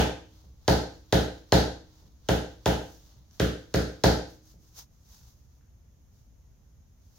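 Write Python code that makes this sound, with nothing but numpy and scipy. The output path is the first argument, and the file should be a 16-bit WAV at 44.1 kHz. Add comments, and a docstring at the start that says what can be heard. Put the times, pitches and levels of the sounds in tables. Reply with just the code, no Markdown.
"""A quiet garage rumbles, hisses and hums while a steel fork tube, slid down on a plastic pipe, drives home an oil seal.
Before each blow the tube hisses down the pipe; the hit is a hard click of the pipe,
then a thud as the fork leg, standing on a cloth, takes the load; the garage booms and rings for half a second.
In each pause between blows the tube hisses softly upward, and now and then the hands shift their grip.
After the last blow hands go on rubbing, leg and knee bump softly on the cloth and pipe and tube tap lightly."""
import sys
import numpy as np
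from scipy import signal
from scipy.fft import rfft, irfft, next_fast_len
from scipy.io import wavfile
from scipy.ndimage import uniform_filter1d, map_coordinates

SR = 44100
rng = np.random.default_rng(int(sys.argv[2]) if len(sys.argv) > 2 else 0)


def master(y):
    """Save y as 16-bit WAV."""
    cut = np.clip(np.atleast_2d(y).T, -1, 1)
    pcm = np.round(cut * 32767)  # scale
    wavfile.write(sys.argv[1], SR, pcm.astype(np.int16))


N = 316990
TIME = np.arange(N) / SR
T = np.arange(SR) / SR  # one second, the life of a blow
HZ = np.fft.rfftfreq(SR, 1 / SR)  # bins 1 Hz apart


def amp(db):
    """Decibels to gain."""
    return 10 ** (np.asarray(db) / 20)


def unit(x):
    """Scale to rms 1."""
    return x / np.sqrt(np.mean(x ** 2) + 1e-20)


def along(points, hz):
    """Read (frequency, value) points on a log frequency axis."""
    f, v = np.transpose(points)
    return np.interp(np.log(hz + 1), np.log(f + 1), v)


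def swell(middle, half):
    """A smooth bell-shaped rise and fall around a moment."""
    return np.exp(-.5 * ((TIME - middle) / half) ** 2)


def causal(gain):
    """The minimum-phase response that has this gain."""
    cepstrum = irfft(np.log(np.maximum(gain, 1e-6)))
    cepstrum[1:SR // 2] *= 2
    cepstrum[SR // 2 + 1:] = 0
    return np.exp(rfft(cepstrum))


def resonance(hz, width):
    """Response of one damped mode, 1 at its peak."""
    return 1j * HZ * width / (hz ** 2 - HZ ** 2 + 1j * HZ * width)


def late(seconds):
    """Response of a delay."""
    return np.exp(-2j * np.pi * HZ * seconds)


def even(x, span_hz):
    """Spectrum of x with its chance humps and hollows wider than span_hz levelled."""
    spectrum = rfft(x)
    power = np.mean(np.abs(np.atleast_2d(spectrum)) ** 2, axis=0)
    power = uniform_filter1d(power, size=max(int(span_hz), 1))
    return spectrum / np.sqrt(np.abs(power) + 1e-20)


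def add(track, s, spectrum):
    """Mix a stereo sound, given by its spectrum, into the track at time s, with its short lead-in."""
    lead = 128  # samples
    sound = np.roll(irfft(spectrum), lead, axis=1)
    start = round(s * SR) - lead
    lo, hi = max(start, 0), min(start + SR, N)
    if hi > lo:
        track[:, lo:hi] += sound[:, lo - start:hi - start]


# left-right likeness of sound from all sides: (frequency [Hz], coherence [-1 to 1])
LIKENESS = [(60, 0.83), (180, 1), (350, 0.15), (700, 0.33), (1400, 0.16), (3000, -0.012), (6000, .15),
            (11000, -.05)]


def diffuse(spectrum, size):
    """Coloured noise from all sides: alike at both ears in the bass, unrelated in the treble."""
    length = next_fast_len(size)
    hz = np.fft.rfftfreq(length, 1 / SR)
    turn = np.arccos(np.clip(along(LIKENESS, hz), -1, 1)) / 2
    noise = rfft(rng.standard_normal((2, length))) * amp(along(spectrum, hz))
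    mid, side = noise * [np.cos(turn), np.sin(turn)]
    return irfft(np.array([mid + side, mid - side]), length)[:, :size]


# colour of the still garage air with its thin hiss: (frequency [Hz], relative level per Hz [dB])
AIR_COLOUR = [(25, -16), (48, 1), (72, 0.5), (157, -11.5), (354, -25), (560, -28.5), (1130, -35.5),
              (2480, -41), (4610, -42), (5600, -36.5), (6600, -32), (7900, -53), (14400, -40),
              (16000, -49.5)]


def background(air_db=-57, hum_db=-62):
    """Low room rumble and faint hiss as coloured noise, with an electrical hum as a steady sine."""
    hum = np.sin(2 * np.pi * 59.5 * TIME)
    return amp(air_db) * unit(diffuse(AIR_COLOUR, N)) + amp(hum_db) * hum


# colour of the garage's diffuse answer: (frequency [Hz], level [dB])
WALL_COLOUR = [(30, -13.5), (60, 3.5), (150, 4), (500, 0.5), (900, 4), (1500, 4), (4000, 4), (8000, -2),
               (15000, 4.5)]
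# how fast the diffuse answer dies: (frequency [Hz], time to fall 60 dB [s])
FADE_TIMES = [(60, 0.28), (300, 0.41), (800, 0.37), (2000, 0.41), (4500, 0.43), (8000, .42), (15000, 0.25)]


def reverberation(build_s=0.052, gap_s=0.001, room_db=1):
    """Dense reflections hold their level while the room fills, then each band dies at its own speed."""
    hz, t, bands = signal.stft(diffuse(WALL_COLOUR, SR), SR, nperseg=256)
    age = np.hypot(t, build_s) - build_s
    fade = amp(-60 * age / along(FADE_TIMES, hz)[:, None])
    tail = signal.istft(bands * fade, SR, nperseg=256)[1][:, :SR]
    tail = irfft(even(tail, span_hz=41.5) * amp(room_db + along(WALL_COLOUR, HZ)))
    onset = 1 - np.exp(-T / gap_s)
    return rfft(tail * onset * (T < .8))


# standing waves of the garage: (frequency [Hz], level [dB])
ROOM_MODES = [(63, -31), (77, -50.5), (93, -48.5), (118.3, -46), (175.2, -45), (230, -56.5), (292, -48.5),
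              (331, -53.5), (435.4, -54), (491.2, -56.5), (532.3, -51.5), (613, -54.5), (687, -54),
              (717, -55), (791, -60.5), (866, -56)]


def standing_waves(arrival_s=0.0077, swell_cycles=0.3, t60_s=0.42):
    """Room modes swell within a cycle or so, then ring down together."""
    ring = sum(amp(db) * np.cos(2 * np.pi * hz * T) * (1 - np.exp(-T * hz / swell_cycles))
               for hz, db in ROOM_MODES)
    return rfft(ring * np.exp(-np.log(1000) * T / t60_s)) * late(arrival_s)


def lingering(note_hz=313, note_db=-72, t60_s=1.3):
    """One faint low note outlasts the boom of the room."""
    return rfft(amp(note_db) * np.sin(2 * np.pi * note_hz * T) * np.exp(-np.log(1000) * T / t60_s))


def near_paths(lead_s=.00004, floor_db=-7, ceiling_db=-10):
    """The direct sound, a little earlier on the left, and its first bounces off floor and ceiling."""
    direct = np.array([late(0), late(lead_s)])
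    cloth = 1 / (1 + 1j * HZ / 1500)  # the cloth on the floor swallows the treble
    return direct + amp(floor_db) * cloth * late(0.0066) + amp(ceiling_db) * late(.018)


def friction(colour, grain_db=1.0):
    """Rubbing noise of rms 1 with a fine stick-slip grain."""
    grain = unit(uniform_filter1d(rng.standard_normal(N), size=400))
    return unit(diffuse(colour, N) * amp(grain_db * grain))


# hands shifting their grip on tube and pipe: (middle [s], half length [s], typical level [dB])
GRIP_SHIFTS = [(2.917, 0.11, -60), (3.361, .03, -59.5), (4.5, .17, -67), (4.805, 0.026, -54.5),
               (5.039, 0.041, -66.5), (5.28, 0.17, -68), (6.185, 0.052, -68.5), (7.156, .07, -65)]
# colour of skin on the tube: (frequency [Hz], level [dB])
SKIN_COLOUR = [(200, -11.5), (900, -0.5), (2400, -8.5), (3800, 0), (6400, 7), (8000, -9.5), (11000, -6.5),
               (14500, -1), (16000, -2)]


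def handling(uneven_db=6.5, changes_per_s=14):
    """Each shift of the grip is a swell of skin friction under an uneven pressure of the fingers."""
    stroke = sum(amp(db) * swell(s, half) for s, half, db in GRIP_SHIFTS)
    pressure = map_coordinates(rng.standard_normal(size=256), [TIME * changes_per_s], mode="mirror")
    return stroke * amp(uneven_db * pressure) * friction(SKIN_COLOUR)


# colour of the tube rubbing on the pipe: (frequency [Hz], level [dB])
RUB_COLOUR = [(200, -5), (900, 5), (2400, -7), (3800, 3), (6400, 2.5), (8000, -13), (11000, -11.5),
              (14500, -7), (16000, -4)]


def sliding(down_db=-61, rise_s=.06, stop_s=.02, lift_db=-64.5, lift_at=.6, lift_spread=0.12):
    """Friction swells as the tube comes down and dies at contact; each pause has a softer lift."""
    times = [s for s, *_ in HITS]
    # rise_s and stop_s: times in which the hiss grows before contact, and dies after it, by a factor e
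    down = sum(np.exp(np.minimum((TIME - s) / rise_s, (s - TIME) / stop_s)) for s in times)
    # lift_at and lift_spread: middle and half length of the lift as shares of the pause
    up = sum(swell(s + lift_at * pause, lift_spread * pause) for s, pause in zip(times, np.diff(times)))
    return (amp(down_db) * down + amp(lift_db) * up) * friction(RUB_COLOUR)


# colour of the pipe's click: (frequency [Hz], level [dB])
PIPE_COLOUR = [(100, -18), (500, -10.5), (800, -5.5), (1150, -3), (1600, 2), (2200, -7.5), (3100, -0.5),
               (5000, -1.5), (6700, 0.5), (7800, -10), (11000, -10.5), (15500, -14)]


def click(ring_hz, ring_db, width_hz=1100):
    """The struck pipe rings very briefly, at a pitch set by how it sits."""
    return causal(amp(along(PIPE_COLOUR, HZ))) * (1 + amp(ring_db) * resonance(ring_hz, width_hz))


# hard little contacts of pipe and tube: (time [s], level [dB], ring [Hz])
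LIGHT_TAPS = [(3.311, -40, 5850), (5.214, -50.5, 1523), (5.611, -52, 1533), (7.185, -17.5, 1830)]


def taps(near):
    """Pipe and tube touch lightly: a click with a strong, narrow ring, answered by the garage."""
    track = np.zeros((2, N))
    pipe_room = near + reverberation()
    for s, db, ring_hz in LIGHT_TAPS:
        add(track, s, amp(db) * click(ring_hz, ring_db=15.0, width_hz=565) * pipe_room)
    return track


# modes of the fork leg on the floor: (frequency [Hz], width [Hz], level [dB])
LEG_MODES = [(125, 100, -1), (266.4, 170, 1.5), (453, 180, 5), (692, 180, 2.2), (835, 130, 2)]


def thud(bandwidth_hz, lag_s=.0021, slope=4., radiate_hz=50):
    """The load reaches the leg after a short lag; a softer contact leaves out its upper modes."""
    force = 1 / np.sqrt(1 + (HZ / bandwidth_hz) ** (2 * slope))
    radiation = HZ ** 2 / np.hypot(HZ ** 2, radiate_hz ** 2)  # the slim leg moves little air in the deep bass
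    # neighbouring modes move in opposite senses
    leg = sum((-1) ** k * amp(db) * resonance(hz, width) for k, (hz, width, db) in enumerate(LEG_MODES))
    return causal(force * radiation) * leg * late(lag_s)


# soft bumps of knee and leg on the cloth: (time [s], level [dB])
SOFT_BUMPS = [(0.484, -17), (5.062, -23), (5.203, -5.5), (6.421, -13)]


def bumps(leg_room):
    """Knee and leg meet the cloth so softly that only the lowest part of a thud is left."""
    track = np.zeros((2, N))
    for s, db in SOFT_BUMPS:
        add(track, s, amp(db) * thud(bandwidth_hz=120) * leg_room)
    return track


def chatter(chatter_s=0.0014, touch_db=-23, touch_s=0.00027):
    """The pipe's rim touches lightly, then seats in a millisecond or two of tiny contacts."""
    contacts = even(rng.standard_normal(SR) * np.exp(-T / chatter_s), span_hz=1450)
    return contacts * (1 + amp(touch_db) * late(-touch_s))


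def rebound(ring_hz=1540, width_hz=720, rebound_db=-12.0, lag_s=.0052):
    """The load springs back and the tube clacks in its guide."""
    return amp(rebound_db) * resonance(ring_hz, width_hz) ** 2 * late(lag_s)


# blows: (time [s], strength [dB], contact bandwidth [Hz], higher = harder, pipe ring [Hz])
HITS = [(-.0626, 27, 1200, 2480), (0.6792, 24.5, 1000, 4470), (1.125, 24.5, 770, 3700),
        (1.522, 26.5, 890, 4220), (2.2873, 22, 810, 3127), (2.6585, 21.5, 1080, 3000),
        (3.3982, 22, 560, 3200), (3.7405, 21.5, 615, 4500), (4.0375, 26, 870, 4520)]


def blows(near, leg_room, usual_db=24, usual_hz=850, direct_db=-1.5):
    """Click, thud and rebound; the leg's echoes repeat, the click scatters anew off the moving arms."""
    track = np.zeros((2, N))
    for s, db, bandwidth_hz, ring_hz in HITS:
        stronger_db = db - usual_db
        # a stronger, harder blow clicks louder: 4 dB as usual, 2.5 dB more per octave of bandwidth
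        click_db = 4 + stronger_db + 2.5 * np.log2(bandwidth_hz / usual_hz)
        # a stronger one also rings the pipe more over its click
        ring_db = 1 + 1.1 * stronger_db
        # the chatter differs by direction, so it evens out in the room's answer
        pipe_room = amp(direct_db) * chatter() * near + reverberation()
        crack = amp(click_db) * click(ring_hz, ring_db) * pipe_room
        load = amp(db) * (thud(bandwidth_hz) + rebound()) * leg_room
        add(track, s, crack + load)
    return track


def scene(shade_db=-1):
    """The quiet garage, hands, sliding, taps, bumps and blows."""
    near = near_paths()
    # the kneeling body partly shades the leg's near sound; the leg stays on one spot
    leg_room = amp(shade_db) * near + standing_waves() + lingering() + reverberation()
    return background() + handling() + sliding() + taps(near) + bumps(leg_room) + blows(near, leg_room)


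def record(dry, top_hz=16200):
    """A steep low-pass keeps nothing of the treble far above its band limit."""
    return signal.fftconvolve(dry, signal.firwin(201, top_hz, fs=SR)[None], "same", axes=1)


dry = scene()
out = record(dry)
master(out)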